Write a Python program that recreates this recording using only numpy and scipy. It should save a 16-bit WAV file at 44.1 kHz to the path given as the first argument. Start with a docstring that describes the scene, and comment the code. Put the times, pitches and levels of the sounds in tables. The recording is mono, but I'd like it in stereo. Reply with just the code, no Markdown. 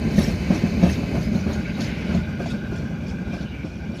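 """A station platform, two tracks from a freight train whose last wagons roll past the microphone and away.
The wagon bodies rumble, wheels and rails hiss and ring under the rolling contact, and a flat spot
thumps about three times a second. The jolts shake loose steel fittings; now and then a flange squeaks
or a tread scrapes. The closing van's wheels ring out last, and light air moves on the microphone."""
import sys
import numpy as np
from scipy import signal
from scipy.fft import rfft, irfft
from scipy.io import wavfile
from scipy.ndimage import map_coordinates

SR = 44100
rng = np.random.default_rng(int(sys.argv[2]) if len(sys.argv) > 2 else 0)


def digitize_waveform(pressure):
    """Quantize a signal to 16-bit integers and store it at the path in sys.argv[1].

    Rows of a 2-D input are taken as channels; values are limited to [-1, 1].
    """
    field = np.atleast_2d(pressure).T
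    bounded = np.clip(field, -1, 1)
    quanta = np.round(bounded * 32767).astype(np.int16)
    wavfile.write(sys.argv[1], SR, quanta)


N = 176400
T = np.arange(N) / SR


def from_db(db):
    """Decibels to gain."""
    return 10 ** (np.asarray(db) / 20)


def rms_one(x):
    """Scale to unit power."""
    return x / np.sqrt(np.mean(x ** 2) + 1e-20)


def level(rows):
    """Gain over time from (t/s, level/dB) points."""
    return from_db(np.interp(T, *np.transpose(rows)))


def coloured(x, spectrum):
    """Shape a steady signal by (f/Hz, level/dB) points; unit power."""
    hz, db = np.transpose(spectrum)
    f = np.maximum(np.fft.rfftfreq(N, 1 / SR), 1)
    gain = from_db(np.interp(np.log(f), np.log(hz), db)) / (1 + (f / hz[-1] / 2) ** 2)
    return rms_one(irfft(rfft(x) * gain, N))


def noise(spectrum):
    """Coloured noise of unit power."""
    return coloured(rng.standard_normal(N), spectrum)


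def drift(rate_hz):
    """Slow random wander of spread 1."""
    f = np.fft.rfftfreq(N, 1 / SR)
    return rms_one(irfft(rfft(rng.standard_normal(N)) / (1 + (f / rate_hz) ** 2), N))


def clicks_at(times, db):
    """One click at each time."""
    clicks = np.zeros(N)
    clicks[(times * SR).astype(int)] = from_db(db)
    return clicks


def swell(peak_s, rise_s, fall_s):
    """Exponential rise to a peak, then an exponential fall."""
    return np.exp(-np.abs(T - peak_s) / np.where(T < peak_s, rise_s, fall_s))


def ring(x, hz, t60):
    """One mode: a unit click leaves a dying sine of height 1."""
    radius = from_db(-60 / (t60 * SR))
    angle = 2 * np.pi * min(hz, .45 * SR) / SR
    return signal.lfilter([0, np.sin(angle)], [1, -2 * radius * np.cos(angle), radius ** 2], x + 1e-18)


def sing(hz, width_hz):
    """A resonance kept ringing by rough contact; unit power."""
    t60 = np.log(1000) / (np.pi * width_hz)
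    return rms_one(ring(ring(rng.standard_normal(N), hz, t60), hz, t60 / 10))


def ringing(modes, waver_db):
    """Modes kept ringing by the rolling, each wavering on its own; unit power."""
    return rms_one(sum(from_db(db + waver_db * drift(13)) * sing(hz, width) for hz, width, db in modes))


# spectrum of the air on the microphone (f/Hz, relative level/dB)
AIR_SPECTRUM = [(20, -4), (60, 14), (130, -19), (400, -44)]
def breeze():
    """Light air on the microphone: a faint low flutter, different on each side."""
    return from_db(-45) * np.array([noise(AIR_SPECTRUM) for _ in range(2)])


# spectrum of the rumble underfoot (f/Hz, relative level/dB)
GROUND_SPECTRUM = [(20, -24), (38, -14), (52, 2.5), (70, -10.5), (100, -2), (130, -7.5), (170, -19),
                   (400, -60)]
def ground_rumble(start_db=-31, fade_db_per_s=2.93):
    """The whole train's deep rumble carries far through the ground, fading slowly."""
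    return from_db(start_db - fade_db_per_s * T) * noise(GROUND_SPECTRUM)


# rumble of the wagon bodies, two tracks off (f/Hz, relative level/dB) and its course (t/s, level/dB)
RUMBLE_SPECTRUM = [(20, -37), (38, -28), (52, -2.5), (70, 7), (90, 0.5), (128, -1), (165, 4), (222, 1),
                   (275, -4.5), (330, -6), (460, -16), (610, -18), (780, -21), (950, -26.5), (1300, -26.5),
                   (2500, -40.5)]
RUMBLE_COURSE = [(0, -25), (.6, -23.5), (1.0, -23), (1.4, -26.5), (1.95, -29.5), (2.2, -28), (2.6, -28.5),
                 (3.2, -30.5), (4, -31.5)]
def wagon_rumble(uneven_db=2.36):
    """Wagon bodies shaken by uneven track."""
    return level(RUMBLE_COURSE) * noise(RUMBLE_SPECTRUM) * from_db(uneven_db * drift(14))


# hollow modes of the bodies (f/Hz, width/Hz, relative level/dB) and their course (t/s, level/dB)
DRONE_MODES = [(165.8, 10, -6), (210.5, 19.8, -1.5), (330, 105, -19), (607, 31, -18.5)]
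DRONE_COURSE = [(0, -28.5), (1.0, -42.5), (1.5, -28.5), (2.199, -32), (2.8, -34), (4, -48)]
def wagon_drone():
    """Rolling keeps the hollow bodies droning."""
    return level(DRONE_COURSE) * ringing(DRONE_MODES, waver_db=1.0)


# steel rolling on steel (f/Hz, relative level/dB), fading down the line (t/s, level/dB)
HISS_SPECTRUM = [(400, 8.5), (1100, 1.5), (1800, -2), (2400, 2), (3400, -3.5), (4500, -5.5), (5300, -10.5),
                 (6600, -12), (7900, -24.5), (13500, -22.5), (16000, -34)]
HISS_COURSE = [(0, -35.5), (.55, -32.5), (1.1, -35.5), (1.45, -38), (1.95, -37.5), (2.3, -41), (2.8, -43.5),
               (3.4, -45), (4, -49.5)]
def rolling_hiss(uneven_db=1.1):
    """The fine roughness of wheel and rail hisses."""
    return level(HISS_COURSE) * noise(HISS_SPECTRUM) * from_db(uneven_db * drift(7.7))


# flat wagons' wheel modes (f/Hz, width/Hz, relative level/dB) as they pass (t/s, level/dB)
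WAGON_WHEEL_MODES = [(1618, 38, 6), (2060, 94, 4.5), (2300, 123, 9), (2410, 80, 6.5), (4056, 67, -8.5),
                     (4680, 90, -5), (6170, 500, -4)]
WAGON_WHEEL_COURSE = [(0, -40.5), (.6, -38), (1.3, -41), (2.1, -46.5), (2.7, -47), (4, -48.5)]
def wagon_wheels():
    """The flat wagons' wheels ring under the rolling contact."""
    return level(WAGON_WHEEL_COURSE) * ringing(WAGON_WHEEL_MODES, waver_db=3.0)


# blows from the flat spot and rail joints (t/s, boom level/dB, clack level/dB)
WHEEL_BLOWS = [(0.179, -3, -18), (0.277, -10, -31.5), (.501, -3.5, -20.5), (.522, -12, -33.5),
               (.633, -8, -26), (0.824, -6, -21), (.835, -3.5, -23.5), (1.024, -19.5, -29),
               (1.143, -10.5, -24), (1.178, -12, -35), (1.268, -15.5, -41), (1.350, -9.5, -29),
               (1.46, -13, -30.5), (1.49, -23, -26.5), (1.779, -18, -25), (2.091, -13.5, -29),
               (2.143, -9, -29.5), (2.17, -14, -55), (2.39, -16, -27), (2.712, -32, -32),
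               (3.328, -19, -29.5), (3.403, -17, -39), (3.639, -34, -32), (3.927, -24, -36)]
# low modes of a struck wagon (f/Hz, t60/s, relative level/dB)
BOOM_MODES = [(80.3, 0.37, -15.5), (184.8, 0.074, -3.5), (212.5, 0.056, -8), (365, 0.031, -24.5),
              (559.3, 0.012, -18)]
def booms(build_t60=0.065):
    """Each blow swings the wagon's low modes up within a cycle or two."""
    times, db, _ = np.transpose(WHEEL_BLOWS)
    blows = clicks_at(times, db)
    out = 0
    for hz, t60, mode_db in BOOM_MODES:
        swing = ring(ring(blows, hz, t60), hz, build_t60)
        out += swing / np.abs(swing).max() * blows.max() * from_db(mode_db)
    return out


# spectrum of a wheel hitting the rail (f/Hz, relative level/dB)
CLACK_SPECTRUM = [(90, -51), (200, 2.5), (380, 2.5), (460, -10), (580, -4), (800, -7), (1000, -11),
                  (1600, -15), (3000, -29.5), (8000, -44)]
def clacks(rise_s=0.011, fall_s=0.037):
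    """The harder part of each blow: a short crunch of rail, sleepers and running gear."""
    force = sum(from_db(db) * swell(t + rise_s, rise_s, fall_s) for t, _, db in WHEEL_BLOWS)
    return force * noise(CLACK_SPECTRUM)


# sharp metal knocks (t/s, level/dB) and the running gear's modes (f/Hz, t60/s, relative level/dB)
GEAR_KNOCKS = [(.183, -29), (.507, -26), (.828, -23.5), (2.148, -31), (2.459, -25)]
GEAR_MODES = [(386, 0.014, -4), (636, 0.029, 6.5), (695, 0.011, 13), (1050, 0.023, -6.5),
              (1630, 0.043, -6.5), (2430, .03, -19), (4600, 0.031, -19), (6640, .03, -28)]
# spectrum of steel fittings, cracking here and rattling below (f/Hz, relative level/dB)
FITTING_SPECTRUM = [(800, -15), (1800, 9), (2600, 2), (3300, 5), (4500, 4), (6500, 3.5), (8000, -14.5),
                    (10500, -12), (16000, -74)]
def knocks(bounce_s=0.0071, bounce_db=-8.5, crack_s=0.021, crack_db=-15):
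    """Slack running gear hits its stops with a crack and bounces once."""
    times, db = np.transpose(GEAR_KNOCKS)
    bounce_times = times + bounce_s * rng.uniform(.7, 1.3, len(times))
    hits = clicks_at(times, db) + clicks_at(bounce_times, db + bounce_db)
    decay = signal.lfilter([1], [1, -np.exp(-1 / (crack_s * SR))], hits + 1e-18)
    crack = from_db(crack_db) * decay * noise(FITTING_SPECTRUM)
    return crack + sum((-1) ** k * from_db(mode_db) * ring(hits, hz, t60)
                       for k, (hz, t60, mode_db) in enumerate(GEAR_MODES))


# hard touches on the rims (t/s, level/dB) and the rims' high modes (f/Hz, t60/s, relative level/dB)
RIM_TOUCHES = [(0.185, -36), (0.211, -37), (.56, -49), (0.833, -40), (.893, -38), (1.814, -45.5),
               (2.462, -62), (2.505, -43.5), (3.09, -57), (3.334, -46)]
RIM_MODES = [(2570, .18, -2), (2715, .25, 0), (3795, .07, -1), (3960, .1, -1), (4527, .22, -4),
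             (4673, .16, -4), (5030, .2, -7), (6050, .12, -10), (6310, .18, -11)]
def clangs(spread_db=2):
    """Each hard touch strikes every rim mode with a strength of its own."""
    times, db = np.transpose(RIM_TOUCHES)
    chance_db = spread_db * rng.standard_normal((len(times), len(RIM_MODES)))
    return sum((-1) ** k * ring(clicks_at(times, db + mode_db + chance_db[:, k]), hz, t60)
               for k, (hz, t60, mode_db) in enumerate(RIM_MODES))


# flurries of loose fittings (peak t/s, level/dB, fall/s)
FLURRIES = [(0.188, -30.5, 0.035), (.232, -32.5, 0.083), (.555, -35.5, 0.047), (.68, -40.5, 0.021),
            (.845, -41, 0.054), (0.899, -33.5, 0.055), (1.074, -57, 0.023), (1.16, -46.5, 0.061),
            (1.235, -42, 0.042), (1.36, -43, 0.075), (1.53, -40, 0.052), (1.818, -35, 0.065),
            (2.095, -48, 0.032), (2.16, -39, 0.031), (2.43, -45, 0.025), (2.505, -37.5, 0.029),
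            (2.76, -43, 0.068), (3.096, -41, 0.029), (3.34, -45.5, 0.063), (3.42, -43.5, 0.03),
            (3.65, -49.5, 0.23), (3.97, -44.5, 0.075)]
# their sizzle (f/Hz, relative level/dB), lost with distance (t/s, level/dB against the rattle)
SIZZLE_SPECTRUM = [(5000, -20), (8000, -1.5), (10000, -0.5), (12300, 5.5), (14200, 8), (16000, -32)]
SIZZLE_COURSE = [(0, -9), (.6, -21), (1.15, -12.5), (1.8, -18.5), (2.4, -29), (4, -37)]
def rattles(parts=80, touches_per_s=3500, spread_db=3.5, rise_s=0.033):
    """Flurries of small touches between stakes, chains and couplings, each part with its own pitch."""
    touches = (rng.random(N) < touches_per_s / SR) * rng.choice([-1, 1], N)
    touches = touches * from_db(spread_db * np.minimum(rng.exponential(1, N), 4))
    part_hit = rng.integers(0, parts, N)
    pitches_hz = np.linspace(1400, 15000, parts) + rng.uniform(-51, 88, parts)
    pings = sum(ring(touches * (part_hit == k), hz, t60=0.015) for k, hz in enumerate(pitches_hz))
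    clatter = rms_one(pings) + from_db(-18.5) * rms_one(touches)
    sizzle = level(SIZZLE_COURSE) * coloured(clatter, SIZZLE_SPECTRUM)
    shaking = np.sqrt(sum((from_db(db) * swell(t, rise_s, fall)) ** 2 for t, db, fall in FLURRIES))
    return shaking * (coloured(clatter, FITTING_SPECTRUM) + sizzle)


# flange squeaks (middle t/s, length/s, f/Hz, level/dB)
FLANGE_SQUEAKS = [(.235, .05, 4522, -39), (1.08, .09, 2020, -43), (1.25, 0.065, 4975, -40.5),
                  (1.412, 0.05, 5890, -44), (1.835, 0.06, 4970, -41), (2.512, 0.035, 3714, -41),
                  (3.335, 0.07, 2340, -40)]
def squeaks():
    """A flange rubs the rail and one wheel mode sings briefly, a clear, slightly unsteady tone."""
    waver_hz, flutter_db = 45 * drift(52.2), 2.5 * drift(80)
    out = 0
    for t, length, hz, db in FLANGE_SQUEAKS:
        envelope = from_db(db + flutter_db) * np.exp(-(2 * (T - t) / length) ** 2)
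        out += envelope * np.sin(2 * np.pi * np.cumsum(hz + waver_hz) / SR)
    return out


# scrapes along the rail (peak t/s, rise/s, fall/s, f/Hz, width/Hz, level/dB)
TREAD_SLIPS = [(.86, 0.04, 0.068, 2686, 130, -32), (1.88, 0.19, 0.22, 2840, 300, -42),
               (1.96, 0.34, 0.38, 2170, 260, -39)]
def scrapes(uneven_db=3.5):
    """Wheel treads slip sideways on the rail head, gripping unevenly."""
    grip = from_db(uneven_db * drift(25))
    return grip * sum(from_db(db) * swell(t, rise, fall) * sing(hz, width)
                      for t, rise, fall, hz, width, db in TREAD_SLIPS)


# close, beating modes of the van's discs (f/Hz, width/Hz, relative level/dB) in passing (t/s, level/dB)
DISC_MODES = [(1447, 24, -2), (1511, 40, -6.5), (1577, 60, 1)]
DISC_COURSE = [(0, -60), (1.3, -45), (1.6, -40.5), (2.2, -39.5), (2.8, -42.5), (3.1, -43.5), (3.45, -43),
               (3.6, -48), (4, -48)]
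def van_discs(throb_hz=9.5, throb_db=1.5, peak_s=2.745):
    """The van's wheel discs throb a few times a turn; their ring reaches the microphone from all round."""
    throb = from_db(throb_db * np.cos(2 * np.pi * throb_hz * (T - peak_s)))
    sides = np.array([ringing(DISC_MODES, waver_db=4.0) for _ in range(2)])
    return level(DISC_COURSE) * throb * sides


# the van's wheel modes (f/Hz, width/Hz, relative level/dB) as it passes (t/s, level/dB)
VAN_WHEEL_MODES = [(796, 74, -4.5), (2380, 160, -6), (2420, 80, -11), (2934, 140, -11), (3730, 200, -8.5)]
VAN_WHEEL_COURSE = [(0, -65), (1.3, -55), (1.6, -45.5), (2.0, -42), (2.8, -51), (3.4, -46), (4, -47.5)]
def van_wheels():
    """The closing van's wheels ring on the rail as it draws past the platform."""
    return level(VAN_WHEEL_COURSE) * ringing(VAN_WHEEL_MODES, waver_db=5.5)


# full lead of the microphone's left side over its right as the train draws ahead (t/s, lead/ms)
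LEFT_LEAD = [(0, 0.52), (1.8, 0.46), (2.5, 0.39), (3.2, 0.376), (4, 0.39)]
def yard(x, wet_db, left_db, lead_share=1, t60=0.08, side_gap_s=0.00047):
    """Direct sound, reaching the left side first, plus scatter from platform, ballast and wagons."""
    delay_s = lead_share * np.interp(T, *np.transpose(LEFT_LEAD)) / 1000
    direct = np.array([x, map_coordinates(x, [(T - delay_s) * SR], order=3)])
    t = T[:SR // 2]
    # long waves reach both sides nearly alike
    alike = 0.88 * np.sinc(2 * np.fft.rfftfreq(len(t), 1 / SR) * side_gap_s)
    mid, side = rfft(rng.standard_normal((2, len(t))))
    diffuse = irfft(np.sqrt(1 + alike) * mid + np.sqrt(1 - alike) * side * [[1], [-1]], len(t))
    low_cut = signal.butter(2, 340, "high", fs=SR, output="sos")  # the scatter carries only sound above about 340 Hz
    tail = signal.sosfilt(low_cut, diffuse * from_db(-60 * t / t60))
    scatter = signal.fftconvolve(x[None], rms_one(tail) / np.sqrt(len(t)), axes=1)[:, :N]
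    wet = from_db(wet_db)
    balance = from_db([[left_db / 2], [-left_db / 2]])
    return balance * (direct + wet * scatter) / np.hypot(1, wet)


def scene():
    """The train from a stereo microphone on the platform, two tracks off."""
    bodies = ground_rumble() + wagon_rumble() + wagon_drone()
    wheels = wagon_wheels() + scrapes() + squeaks()
    return (breeze() + van_discs()
            + yard(bodies, wet_db=-10.5, left_db=1.07, lead_share=0.403)
            + yard(booms(), wet_db=-8, left_db=1.07, lead_share=0.11)
            + yard(clacks() + knocks(), wet_db=-8, left_db=1.07, lead_share=0.71)
            + yard(rolling_hiss(), wet_db=-0.5, left_db=-2, lead_share=0.871)
            + yard(van_wheels(), wet_db=6, left_db=1.0, lead_share=0.95)
            + yard(wheels + rattles() + clangs(), wet_db=-0.5, left_db=-2))


def record(dry):
    """The microphone loses the deepest bass; the top is cut steeply."""
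    low_cut = signal.butter(2, 50, "high", fs=SR, output="sos")
    high_cut = signal.ellip(12, .1, 90, 15400, fs=SR, output="sos")
    return signal.sosfilt(high_cut, signal.sosfilt(low_cut, dry))


dry = scene()
out = record(dry)
digitize_waveform(out)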